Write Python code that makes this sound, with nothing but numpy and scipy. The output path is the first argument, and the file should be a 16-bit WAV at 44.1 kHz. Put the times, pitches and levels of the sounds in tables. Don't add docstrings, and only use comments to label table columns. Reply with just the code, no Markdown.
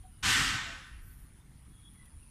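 import sys
import numpy as np
from scipy import signal
from scipy.fft import rfft, irfft, next_fast_len
from scipy.io import wavfile
from scipy.ndimage import uniform_filter1d, map_coordinates

SR = 44100
rng = np.random.default_rng(int(sys.argv[2]) if len(sys.argv) > 2 else 0)


def persist_wave(psi):
    counts = np.round(np.clip(psi, -1, 1) * 32767).astype(np.int16)
    wavfile.write(sys.argv[1], SR, np.atleast_2d(counts).T)


def gain_from_db(level_db):
    decades = np.asarray(level_db, float) / 20
    return 10 ** decades


N = 101429
T = np.arange(N) / SR

# time_s, level_db
JET_STRENGTH = [(.24, -30), (.31, -28.5), (.43, -31), (0.529, -35), (.66, -42.5), (.78, -49), (.93, -60),
                (1.0, -64.5), (1.04, -80)]
# pitch_hz, level_db (per Hz)
NOZZLE_COLOUR = [(330, -18.5), (600, -24), (1050, -7), (1600, -3), (3200, -4.5), (4400, -9), (8500, -12.5),
                 (14500, -31)]
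# pitch_hz, loss_db (per dB of strength)
JET_FADING = [(100, 1.17), (300, 0.93), (550, 0.88), (1300, 1), (3000, 1.15), (8000, 1.31), (9000, 2.08),
              (13000, 2)]
# pitch_hz, width_hz, level_db
PIPE_NOTES = [(773, 16, 3.5), (864, 8.3, -13), (1296, 11, 5), (1525, 18, 4), (1519, 9.2, 1.5),
              (1776, 16, -8), (1840, 17.5, 5), (1960, 24, -9), (2415, 22, -5), (2740, 12, 4),
              (2980, 7.9, -15), (3200, 9.8, -0.5), (3520, 17, 1), (5280, 13, 0)]
# pitch_hz, level_db (per Hz)
THROB_COLOUR = [(15, -52), (25, -4.5), (103, 0.5), (188, -9), (214, -8.5), (314, -12), (400, -30),
                (520, -26), (880, -120)]
# pitch_hz, width_hz, level_db
GROUND_DIP = (2630, 580, -1.3)
# pitch_hz, time_s (to fall by 60 dB)
YARD_DECAY = [(200, 1.1), (1500, 1.66), (8000, 0.34)]
# time_s, level_db
CICADA_LEVEL = [(0, -69.5), (.6, -70.5), (1.1, -69), (1.4, -67.5), (1.415, -82), (1.56, -94), (1.58, -73.5),
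                (1.9, -64.5), (2.3, -65.5)]
# time_s, chirps_per_s
CHIRP_RATE = [(0, 136), (1.41, 135.7), (1.57, 143.2), (2.3, 143.2)]
# pitch_hz, level_db (per Hz)
CHORUS_COLOUR = [(7900, -40), (8600, -3), (9200, -1.5), (9800, 2), (10200, -6), (10700, -3), (11400, -44)]
# time_s, level_db
CHORUS_LEVEL = [(0, 0.5), (.3, 0.5), (.7, -12), (1.4, -9), (1.49, -1), (1.55, 1), (1.7, 0.5), (2.3, -1)]
# start_s, length_s, pitch_hz, level_db, trill_depth (0-1)
PIP_NOTES = [(0.037, 0.03, 745, -61, 0), (0.051, 0.058, 745, -74, 0), (0.079, 0.34, 2930, -80, .5),
             (0.658, 0.092, 673, -59, .3), (0.64, 0.19, 531, -70, 0.4), (0.807, 0.061, 3530, -68.5, 0.4),
             (1.394, .04, 3600, -78.5, 0.5), (1.694, 0.21, 3356, -77.5, 0.3), (1.772, 0.14, 3304, -76, 0.5),
             (1.765, 0.15, 3640, -82, 0.7), (1.846, 0.044, 3364, -63, 0), (1.873, 0.2, 3354, -79.5, 0.5),
             (1.975, .072, 2004, -69.5, 0.7), (2.055, 0.037, 1960, -73.5, .7), (2.1, .07, 3350, -83.5, .6),
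             (2.225, 0.015, 2740, -71, 0)]
# time_s, level_db
DRAG_LEVEL = [(1.0, -82), (1.03, -62), (1.08, -61), (1.13, -62.5), (1.19, -64), (1.24, -66), (1.27, -77),
              (1.32, -91)]
# pitch_hz, level_db (per Hz)
BLADE_COLOUR = [(3000, -50), (4500, -20), (9000, -14), (11000, -6), (11800, -3), (13200, -3), (14500, -4.5)]
# start_s, level_db, pitch_hz
STALK_TICKS = [(.667, -58, 12500), (1.018, -63, 8000), (1.19, -65, 8000), (1.69, -65, 9000),
               (1.935, -61, 12000), (2.056, -59, 13500)]
# time_s, level_db
GUST_LEVEL = [(0, -51.5), (.85, -51.5), (1.0, -41.5), (1.08, -49), (1.4, -58.5), (1.9, -56.5), (2.1, -60),
              (2.17, -40.5), (2.21, -57), (2.3, -54)]
# pitch_hz, level_db (per Hz)
WIND_COLOUR = [(12, -15), (25, 0.5), (55, -0.5), (90, -10.5), (160, -23), (300, -120)]
# pitch_hz, level_db (per Hz)
TRAFFIC_COLOUR = [(12, -37), (20, -14), (59, -1.5), (76, -8), (107, -5), (321, -21.5), (354, -26.5),
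                  (600, -39.5), (780, -82), (1320, -120)]
# pitch_hz, level_db (per Hz)
AIR_COLOUR = [(300, -33), (420, -6), (600, -8), (900, -2), (1500, -4), (3000, -8), (5000, -12.5),
              (14500, -14.5)]

VALVE_S, OPEN_S = .2255, .014
PIPE_SHARE = 1.4
THROB_DB, THROB_RISE_S, THROB_END_S = -11, 0.034, .8
CHOKE_HZ, CHOKE_DB = 950, -10
YARD_DB = -21
CHIRP_FROM_HZ, CHIRP_TO_HZ = 10350, 8800
CHIRP_SHARE = .95
CHIRP_ROUGH, CHIRP_TAIL = .3, 2.2
CHORUS_DB = -72
TRILL_HZ, PIP_ROUGH = 62, 0.26
TICK_S = 0.0044
TRAFFIC_DB, AIR_DB = -56.5, -69
TOP_HZ = 14350


def unit(x):
    return x / np.sqrt(np.mean(x ** 2) + 1e-20)


def along(points, hz):
    f, v = np.transpose(points)
    return np.interp(np.log(hz + 1), np.log(f + 1), v)


def curve(rows):
    return np.interp(T, *np.transpose(rows))


def wobble(rate):
    return map_coordinates(rng.standard_normal(int(N * rate / SR) + 4), [T * rate])


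def filtered(x, response):
    m = next_fast_len(N + 8192)
    return irfft(rfft(x, m) * response(np.fft.rfftfreq(m, 1 / SR)), m)[..., :N]


def rush(colour, patchy_db):
    z = signal.stft(rng.standard_normal(N), nperseg=512)[2]
    patches = uniform_filter1d(rng.standard_normal(z.shape), 5, 0)
    patches = uniform_filter1d(patches, 8, 1)
    noise = signal.istft(z * gain_from_db(patchy_db * unit(patches)), nperseg=512)[1][:N]
    return unit(filtered(noise, lambda hz: gain_from_db(along(colour, hz))))


def pipework(hz):
    ringing = 0
    for centre, width, db in PIPE_NOTES:
        resonance = hz * width / (centre * centre - hz * hz + 1j * hz * width)
        ringing = ringing + gain_from_db(db) * abs(resonance) ** 2
    dip_hz, dip_width, dip_db = GROUND_DIP
    dip = gain_from_db(dip_db * np.exp(-((hz - dip_hz) / dip_width) ** 2))
    return (1 + PIPE_SHARE * ringing) * dip


def throb():
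    rise = (T - VALVE_S) / THROB_RISE_S + 0.71
    fall = (THROB_END_S - T) / 0.033
    envelope = np.clip(np.minimum(rise, fall), 0, 1)
    return gain_from_db(THROB_DB + 0.5 * wobble(23.85)) * envelope * rush(THROB_COLOUR, patchy_db=2.5)


def jet():
    air = unit(filtered(rush(NOZZLE_COLOUR, patchy_db=1.13), pipework)) + throb()
    hz, t, z = signal.stft(air, SR, nperseg=512)
    end_s = JET_STRENGTH[-1][0]
    s, db = np.transpose(JET_STRENGTH + [(end_s + 0.13, -130)])
    lost_db = np.interp(t, s, db - db.max())
    fading_db = lost_db * along(JET_FADING, hz)[:, None]
    choking = np.clip((t - THROB_END_S + 0.029) / 0.13, 0, 1)
    choke_db = CHOKE_DB * choking / (1 + (hz[:, None] / CHOKE_HZ) ** 10)
    air = signal.istft(z * gain_from_db(fading_db + choke_db), SR, nperseg=512)[1][:N]
    opening = 1 - np.exp(-np.clip(T - VALVE_S, 0, None) / OPEN_S)
    return gain_from_db(db.max() + 3.0) * air * opening


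def yard(x):
    hz, t, z = signal.stft(rng.standard_normal(SR), SR, nperseg=256)
    decay = gain_from_db(-60 * t / along(YARD_DECAY, hz)[:, None])
    tail = signal.istft(z * decay, SR, nperseg=256)[1]
    return signal.fftconvolve(x, tail / np.linalg.norm(tail))[:N]


def cicada():
    cycles = np.cumsum(curve(CHIRP_RATE) * (1 + .004 * wobble(60))) / SR
    u = np.clip(cycles % 1 / CHIRP_SHARE, 0, 1)
    size = gain_from_db(0.59 * rng.standard_normal(size=500))[cycles.astype(int)]
    pitch = CHIRP_FROM_HZ + (CHIRP_TO_HZ - CHIRP_FROM_HZ) * u + 70 * wobble(400)
    shape = np.sin(np.pi * u) * np.exp(-CHIRP_TAIL * u)
    chirps = size * shape * (1 + CHIRP_ROUGH * wobble(1000))
    song = unit(chirps * np.sin(2 * np.pi * np.cumsum(pitch) / SR))
    return gain_from_db(curve(CICADA_LEVEL) + 0.72 * wobble(7.95)) * song


def chorus():
    return gain_from_db(CHORUS_DB + curve(CHORUS_LEVEL)) * rush(CHORUS_COLOUR, patchy_db=1.5)


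def pips():
    out = np.zeros(N)
    for start, length, hz, db, depth in PIP_NOTES:
        u = np.clip((T - start) / length, 0, 1)
        swell = np.sin(np.pi * u) ** .5 * (u < 1)
        trill = 1 - depth * np.cos(2 * np.pi * TRILL_HZ * (T - start))
        rough = 1 + PIP_ROUGH * wobble(70)
        pitch = hz * (1 + .002 * wobble(60))
        tone = np.sin(2 * np.pi * np.cumsum(pitch) / SR)
        out += gain_from_db(db + 4.5) * swell * trill * rough * tone
    return out


def drag():
    grains = gain_from_db(1.6 * wobble(500) + .7 * wobble(40))
    return gain_from_db(curve(DRAG_LEVEL)) * unit(grains * rush(BLADE_COLOUR, patchy_db=1.5))


def ticks():
    out = np.zeros(N)
    for start, db, hz in STALK_TICKS:
        t = np.clip(T - start, 0, None)
        burst = (T >= start) * np.exp(-t / TICK_S) * rng.standard_normal(N)

        def stalk(f):
            ring = abs(f * 3000 / (hz * hz - f * f + 1j * f * 3000))
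            return 0.6 * (f > 2500) + ring

        out += gain_from_db(db) * filtered(burst, stalk)
    return out


def wind():
    return gain_from_db(curve(GUST_LEVEL) - 3.5 + 1.3 * wobble(14)) * rush(WIND_COLOUR, patchy_db=1.8)


def background():
    traffic = gain_from_db(TRAFFIC_DB) * rush(TRAFFIC_COLOUR, patchy_db=1.5)
    return traffic + gain_from_db(AIR_DB) * rush(AIR_COLOUR, patchy_db=2.4)


def scene():
    air = jet()
    valve = air + gain_from_db(YARD_DB) * yard(air)
    insects = cicada() + chorus()
    lawn = drag() + ticks()
    return (valve + insects + pips() + lawn + wind() + background())[None]


def low_pass(x):
    return signal.sosfilt(signal.butter(12, 14770, fs=SR, output="sos"), x)


def record(dry):
    mix = filtered(dry, lambda hz: hz < TOP_HZ)
    return low_pass(mix)


dry = scene()
out = record(dry)
persist_wave(out)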